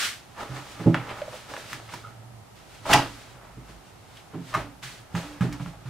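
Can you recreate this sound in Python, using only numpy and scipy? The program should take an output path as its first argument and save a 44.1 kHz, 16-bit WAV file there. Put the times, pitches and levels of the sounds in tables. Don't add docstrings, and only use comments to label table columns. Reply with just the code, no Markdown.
import sys
import numpy as np
from scipy import signal
from scipy.fft import rfft, irfft, next_fast_len
from scipy.io import wavfile
from scipy.ndimage import map_coordinates

SR = 44100
rng = np.random.default_rng(int(sys.argv[2]) if len(sys.argv) > 2 else 0)


def wav_record(signal):
    frames = np.transpose(np.atleast_2d(signal))
    bounded = np.clip(frames, -1, 1)
    quanta = np.round(bounded * 32767).astype(np.int16)
    wavfile.write(sys.argv[1], SR, quanta)


N = 259749


def amp(db):
    return 10 ** (np.asarray(db) / 20)


def unit(x):
    return x / np.sqrt(np.mean(x ** 2) + 1e-20)


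def along(points, hz):
    f, v = np.transpose(points)
    return np.interp(np.log(hz + 1), np.log(f + 1), v)


def curves(rows):
    s, *cols = np.transpose(rows)
    return [np.interp(np.arange(N) / SR, s, c) for c in cols]


def wobble(rate_hz):
    knots = rng.standard_normal(int(N * rate_hz / SR) + 4)
    return map_coordinates(knots, [np.arange(N) * rate_hz / SR])


def filtered(x, response):
    m = next_fast_len(x.shape[-1] + SR // 2)
    spectrum = rfft(x, m) * response(np.fft.rfftfreq(m, 1 / SR))
    return irfft(spectrum, m)[..., :x.shape[-1]]


def resonance(centre_hz, width_hz):
    return lambda f: 1j * f * width_hz / (centre_hz ** 2 - f * f + 1j * f * width_hz)


def add(track, s, sound):
    part = track[round(s * SR):][:len(sound)]
    part += sound[:len(part)]


def paired(pair, alike, colour=lambda hz: 1):
    def weights(hz):
        turn = np.arccos(np.clip(along(alike, hz), -1, 1)) / 2
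        return colour(hz) * np.array([np.cos(turn), np.sin(turn)])
    mid, side = filtered(pair, weights)
    return np.array([mid + side, mid - side])


def rush(spectrum, alike, grain_db, grain_rate_hz, body=lambda hz: 1):
    pair = rng.standard_normal((2, N)) * amp(grain_db * wobble(grain_rate_hz))
    return unit(paired(pair, alike, lambda hz: body(hz) * amp(along(spectrum, hz))))


def swell(s, rise_s, hold_s, sag_db_per_s, fade_db_per_s):
    t = np.arange(N) / SR - s
    climb_db = 20 * np.minimum(t, 0) / rise_s
    sag_db = sag_db_per_s * np.clip(t, 0, hold_s)
    fade_db = fade_db_per_s * np.maximum(t - hold_s, 0)
    return amp(climb_db - sag_db - fade_db)


# (frequency [Hz], relative level [dB])
AIR_SPECTRUM = [(13, -34), (22, -34), (59, -3), (115, -0.5), (160, -1), (236, -6), (286, -6.5), (387, -8.5),
                (496, -11), (792, -5), (935, -10), (1540, -17), (9480, -26), (14300, -31.5), (16000, -48)]
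# (frequency [Hz], left-right correlation [-1..1])
AIR_LIKENESS = [(60, 1), (240, 0.29), (950, 0.095), (3770, 0.01), (15000, 0.036)]
AIR_DB = -51


def room_tone():
    return amp(AIR_DB) * rush(AIR_SPECTRUM, AIR_LIKENESS, grain_db=0.14, grain_rate_hz=3.97)


# (frequency [Hz], width [Hz], level [dB])
WORKTOP_MODES = [(583, 59, 7.5), (653.5, 17, 7), (823, 54, 4.5), (957, 50, -3), (1217, 73, -6.5),
                 (1295, 29, 4.5), (1705, 25, -7), (2022, 70, -23.5), (2900, 1000, -1.5), (3650, 1700, -10)]


def worktop(f):
    return 1.7 + sum(amp(db) * resonance(hz, width_hz)(f) for hz, width_hz, db in WORKTOP_MODES)


def stickiness(per_second, spread_db, decay_cycles):
    draws = rng.random((int(per_second * N / SR), 3))
    hz = 500 * 7 ** draws[:, 1:2]
    t = np.arange(SR // 100) / SR
    tick_gain = amp(-spread_db * draws[:, 2:]) * np.exp(-hz * t / decay_cycles)
    ticks = tick_gain * np.sin(2 * np.pi * hz * t)
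    where = (draws[:, :1] * N).astype(int) + np.arange(len(t))
    return unit(np.bincount(where.ravel(), ticks.ravel(), minlength=N)[:N])


# (frequency [Hz], relative level [dB])
FLOUR_SPECTRUM = [(350, -76), (600, -54), (652, -76), (812, -57), (1100, -9), (1490, -5.5), (2400, -6),
                  (3680, -7), (8740, -15), (16000, -28)]
# (frequency [Hz], relative level [dB])
DOUGH_SPECTRUM = [(200, 1.5), (400, 4), (600, 0), (800, 3.5), (1300, 4), (2000, -2.5), (3500, -17),
                  (8000, -31)]
# (frequency [Hz], left-right correlation [-1..1])
NEAR_LIKENESS = [(60, .97), (500, 0.94), (1500, 0.76), (4000, 0.48), (12000, 0.15)]
# (loudest time [s], rise [s], slide [s], flour hiss level [dB], dough rustle level [dB])
STROKES = [(.05, 0.9, 0.015, -26, -42), (0.408, 0.062, .02, -44, -35), (0.569, 0.15, 0.017, -44.5, -38),
           (.72, 0.25, 0.0092, -46.5, -50.5), (.82, 0.13, 0.14, -49.5, -42),
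           (0.969, 0.047, 0.019, -58, -35.5), (1.109, 0.21, 0.0073, -51, -36.5),
           (1.18, 0.077, 0.13, -49.5, -41), (1.35, .15, .06, -44.5, -51), (1.5, 0.025, 0.045, -46, -42.5),
           (1.6, 0.22, 0.064, -45, -47.5), (1.72, 0.12, .03, -40.5, -48.5), (1.93, 0.081, 0.045, -44, -48),
           (2.57, .04, 0.045, -55, -65), (2.75, 0.21, 0.098, -51, -56), (2.87, 0.04, .02, -40, -47),
           (2.916, 0.045, 0.055, -25.5, -20.5), (3.2, .1, .05, -54, -63), (3.46, 0.11, 0.046, -61, -54),
           (3.7, 0.086, 0.018, -53, -56), (3.87, 0.055, 0.017, -57, -64), (4.18, 0.21, 0.0081, -52.5, -57),
           (4.35, 0.11, 0.056, -69, -51), (4.5, 0.13, 0.048, -46.5, -65), (4.573, .08, 0.028, -43.5, -32.5),
           (4.833, 0.012, 0.15, -38, -49), (5.17, 0.045, 0.19, -40, -37.5), (5.424, 0.024, 0.021, -44, -36),
           (5.539, 0.078, 0.0043, -51.5, -45), (5.62, .06, 0.009, -49, -60),
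           (5.68, 0.075, 0.0063, -52, -50), (5.88, 0.084, 0.018, -52.5, -56)]
# (time [s], flour hiss level [dB], dough rustle level [dB])
STIRRING = [(0, -69, -65), (.6, -52.5, -54.5), (1.85, -54.5, -52.5), (2.1, -58, -54.5), (2.25, -79, -61),
            (2.9, -66, -63.5), (3.0, -48, -31.5), (3.13, -48, -55), (3.33, -55.5, -53.5), (3.42, -71, -52),
            (3.8, -65, -60), (4.3, -67, -61.5), (5.1, -73, -57.5), (5.3, -56, -55), (5.89, -71, -57.5)]
SLIDE_SAG_DB_PER_S, HISS_FADE_DB_PER_S, RUSTLE_FADE_DB_PER_S = 79.5, 176, 174


def strokes():
    hiss_gain, rustle_gain = amp(curves(STIRRING))
    for s, rise_s, slide_s, hiss_db, rustle_db in STROKES:
        hiss_swell = swell(s, rise_s, slide_s, SLIDE_SAG_DB_PER_S, HISS_FADE_DB_PER_S)
        rustle_swell = swell(s, rise_s, slide_s, SLIDE_SAG_DB_PER_S, RUSTLE_FADE_DB_PER_S)
        hiss_gain = np.hypot(hiss_gain, amp(hiss_db) * hiss_swell)
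        rustle_gain = np.hypot(rustle_gain, amp(rustle_db) * rustle_swell)
    hiss = rush(FLOUR_SPECTRUM, NEAR_LIKENESS, grain_db=0.5, grain_rate_hz=1600)
    rustle = rush(DOUGH_SPECTRUM, NEAR_LIKENESS, grain_db=1.5, grain_rate_hz=150, body=worktop)
    ticks = amp(-14) * stickiness(150, spread_db=17, decay_cycles=1.16)
    return hiss_gain * hiss + rustle_gain * (rustle + ticks)


def drone(hz, drift_hz, flutter_db):
    phase = 2 * np.pi * np.cumsum(hz + drift_hz * wobble(14)) / SR
    return unit(amp(flutter_db * wobble(25)) * np.sin(phase))


# (frequency [Hz], level [dB])
MURMUR = [(52, -68.5), (112, -62.5)]
# (loudest time [s], rise [s], hold [s], level [dB], mode frequency [Hz])
SWELLS = [(0.54, 0.11, 0.006, -47, 293.7), (0.873, 0.1, 0.044, -36.5, 287.3),
          (0.96, 0.21, 0.14, -41.5, 113.8), (1.373, 0.16, 0.015, -54, 112.7), (1.545, .1, 0.014, -51, 290),
          (1.732, 0.039, 0.022, -53, 295), (2.15, 0.75, 0.26, -50, 111.9),
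          (2.941, 0.074, 0.015, -32.5, 290.7), (2.965, 0.16, 0.13, -44, 111.6),
          (3.07, 0.31, 0.28, -61, 51.7), (3.33, .3, .03, -53.5, 115), (3.597, 0.37, 0.15, -52, 52),
          (4.367, 0.075, .01, -47, 293), (4.57, 0.17, 0.027, -44, 110), (4.59, .1, .01, -43.5, 53.5),
          (4.662, .06, 0.019, -46, 288.7), (5.2, .1, 0.11, -49, 52), (5.255, .06, 0.1, -45, 291),
          (5.427, .1, 0.082, -47, 51.6), (5.512, .06, 0.031, -37.5, 288.8), (5.68, .1, .02, -44, 113.4),
          (5.68, .1, .02, -50, 52)]
SWELL_SAG_DB_PER_S, SWELL_FADE_DB_PER_S = 11, 150


def swells():
    out = sum(amp(db) * drone(hz, 4, 3.6) for hz, db in MURMUR)
    for s, rise_s, hold_s, db, hz in SWELLS:
        gain = amp(db) * swell(s, rise_s, hold_s, SWELL_SAG_DB_PER_S, SWELL_FADE_DB_PER_S)
        out = out + gain * drone(hz, 4, 2.2)
    return out


# (time [s], puff peak [dB], centre frequency [Hz], t60 [s], crack drive re slap level [dB])
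SLAPS = [(0.37, -34, 1000, 0.14, -19), (0.801, -32, 900, 0.052, -23), (0.861, -22, 570, 0.17, -33),
         (0.9443, -10, 1550, 0.031, -21), (0.947, -18, 820, 0.037, -40), (1.088, -31, 1920, 0.14, -34.5),
         (1.218, -27.5, 1960, 0.015, -30), (1.325, -34.5, 550, .1, -30), (1.49, -41, 554, 0.013, -17),
         (1.517, -32, 544, 0.0079, -25), (1.538, -24, 1240, 0.032, -10), (1.566, -23, 1450, 0.025, -30),
         (1.541, -32, 540, 0.05, -30), (1.577, -30, 580, 0.038, -3), (1.731, -17.5, 1620, 0.017, -5),
         (1.8, -34, 670, 0.029, -25), (1.891, -33.5, 1520, 0.044, -25), (1.938, -25, 1180, 0.038, -5.5),
         (2.855, -24, 760, 0.075, -20), (2.897, -16.5, 794, 0.044, -22), (2.93, -7, 2570, 0.056, -3),
         (2.9339, -3.5, 1820, 0.037, -0.5), (2.938, -6.5, 816, 0.08, -30), (2.956, -10, 950, 0.028, -25),
         (2.993, -15.5, 870, 0.038, -25), (4.171, -36, 2655, 0.04, -20), (4.317, -47, 1230, 0.097, -24),
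         (4.334, -37.5, 820, 0.19, -30), (4.53, -32, 1050, .04, -27), (4.54, -18.5, 1220, 0.046, -9),
         (4.548, -12.5, 1200, 0.05, -16), (4.828, -31, 1720, 0.044, -20), (5.151, -22, 1240, 0.047, -9.5),
         (5.409, -23.5, 1350, 0.054, -10), (5.526, -29.5, 1840, 0.043, 0), (5.598, -35, 1000, 0.08, -26),
         (5.661, -29.5, 1150, 0.025, -21), (5.731, -39, 794, 0.084, -17), (5.859, -40, 1040, 0.056, -30)]
SLAP_WIDTH_RATIO, NARROWER_DB_PER_DB = 0.79, 0.2052


def slaps():
    out, t = np.zeros(N), np.arange(SR // 4) / SR
    for s, db, hz, t60, crack_db in SLAPS:
        noise = rng.standard_normal((2, len(t)))
        noise *= 1 - np.exp(-t / (0.032 * t60))
        noise[0, 0] = 0.3 / t60
        noise *= amp(-60 * t / t60)
        width_hz = SLAP_WIDTH_RATIO * amp(-NARROWER_DB_PER_DB * (db + 25.5)) * hz
        band = resonance(hz, width_hz)
        puff = filtered(noise[0], lambda f: worktop(f) * band(f) ** 2)
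        crack = amp(crack_db) * filtered(noise[1], resonance(5300, 2260))
        add(out, s, amp(db) * (puff / np.abs(puff).max() + crack))
    return out


# (frequency [Hz], level [dB], free t60 [s])
COUNTER_MODES = [(130, -2.5, 0.21), (164.1, 0, 0.24), (182, 4.5, 0.092), (245.2, 4.5, 0.14),
                 (262.3, -18, 0.9), (326.8, 1, 0.2), (378, -2.5, 0.17), (421.6, 2, 0.083), (482, -15, 0.16),
                 (674, -30, 0.17)]
# (time [s], level [dB], second mode offset [dB],
# upper modes offset [dB], ring time over free ring time [ratio])
THUMPS = [(0.494, -23, -21, -26, 1.4), (0.528, -32.5, -5, -12, 0.51), (0.797, -37, 6, 4, 0.84),
          (0.860, -3.5, -3, -8.5, 0.76), (1.724, -36, -11, -15, 0.99), (1.931, -38, -4, -5.5, 0.71),
          (2.898, -32, 5.5, -18, 1.2), (2.937, -14, -14, -15, 1.27), (3.57, -27, -7.5, -13, 0.68),
          (3.69, -35, -7, -12.5, 0.76), (4.334, -37, -9, -0.5, 1.5), (4.353, -32.5, 5, 4, 0.42),
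          (4.372, -28.5, -7, -8, 0.62), (4.394, -30, -0.5, -7.5, 0.71), (4.555, -22.5, -4.5, -13, 0.88),
          (4.831, -35.5, -10.5, -36, 1.36), (5.143, -15, 1, -23, 0.45), (5.154, -22, -4, -11.5, 0.47),
          (5.408, -7.5, 0.5, -25, 0.57), (5.433, -17.5, -15, -10, 1.01), (5.601, -17.5, -9, -32, 0.76),
          (5.659, -22.5, -4.5, -24, 0.75), (5.853, -22.5, -18, -31, 1.3)]
CONTACT_S, LONGER_DB_PER_DB = 0.0058, 0.07


def thumps():
    out, t = np.zeros(N), np.arange(SR // 2) / SR
    for s, db, second_db, upper_db, share in THUMPS:
        spot_db = [0, second_db] + [upper_db] * (len(COUNTER_MODES) - 2)
        ring = np.zeros(len(t))
        for (hz, level_db, t60), offset_db in zip(COUNTER_MODES, spot_db):
            mode_db = level_db + offset_db + rng.normal(0, 1.05)
            ring += amp(mode_db - 60 * t / (share * t60)) * np.sin(2 * np.pi * hz * t)
        contact_s = CONTACT_S * amp(LONGER_DB_PER_DB * (db + 29.5))
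        push = 1 - np.exp(-t / contact_s)
        add(out, s, -amp(db) * ring * push)
    return filtered(out, lambda f: (1j * f / (55 + 1j * f)) ** 2)


# (time [s], level [dB], pitch [Hz], length [s])
POPS = [(1.217, -22, 594, 0.011), (1.279, -30.5, 590, 0.0087)]


def pops():
    out = np.zeros(N)
    for s, db, hz, length_s in POPS:
        t = np.arange(int(3 * length_s * SR)) / SR
        bell = np.exp(-(2.5 * (t / length_s - .5)) ** 2)
        add(out, s, amp(db) * np.sin(2 * np.pi * hz * t) * bell)
    return out


# (frequency [Hz], level [dB], t60 [s])
CLINK_MODES = [(1255, 7, 0.16), (1352, 2.5, 0.32), (1410, 3, 0.22), (2150, -15, .3), (3100, -19, 0.31)]
CLINK_S, CLINK_DB = 2.039, -42.5


def clink():
    out, t = np.zeros(N), np.arange(SR // 2) / SR
    ring = sum(amp(db - 60 * t / t60) * np.sin(2 * np.pi * hz * t) for hz, db, t60 in CLINK_MODES)
    add(out, CLINK_S, amp(CLINK_DB) * ring * (1 - np.exp(-t / 0.0026)))
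    return out * amp(3.2 * wobble(120))


# (frequency [Hz], t60 [s])
KITCHEN_DECAY = [(150, 0.33), (1000, 0.1), (4000, 0.32), (12000, 0.06)]


def kitchen(x):
    out, step, lag = np.zeros((2, N + SR)), SR // 4, SR // 300
    for start in range(0, N, step):
        hz, t, z = signal.stft(rng.standard_normal((2, SR // 2)), SR, nperseg=256)
        decay = amp(-60 * t / along(KITCHEN_DECAY, hz)[:, None])
        noise = signal.istft(z * decay, SR, nperseg=256)[1]
        tail = paired(noise, NEAR_LIKENESS)
        tail = tail / np.linalg.norm(tail[0])
        wet = signal.fftconvolve(x[None, start:start + step], tail, axes=1)
        out[:, start + lag:start + lag + wet.shape[1]] += wet
    return out[:, :N]


def scene():
    hits, wood, near = slaps() + clink(), thumps() + swells(), pops()
    echo = kitchen(amp(-6.0) * hits + amp(-8.5) * wood + amp(-9) * near)
    return wood + hits + near + echo + strokes() + room_tone()


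# (frequency [Hz], left over right level [dB])
LEFT_OVER_RIGHT = [(60, -3.5), (240, -3.5), (950, -1.0), (3770, -0.5), (15000, 0)]
CEILING, TOP_HZ = .95, 15750


def record(dry):
    ports = filtered(dry, lambda hz: amp(np.outer([.5, -.5], along(LEFT_OVER_RIGHT, hz))))
    soft = ports / (1 + np.abs(ports / CEILING) ** 6) ** (1 / 6)
    return filtered(soft, lambda hz: hz < TOP_HZ)


dry = scene()
out = record(dry)
wav_record(out)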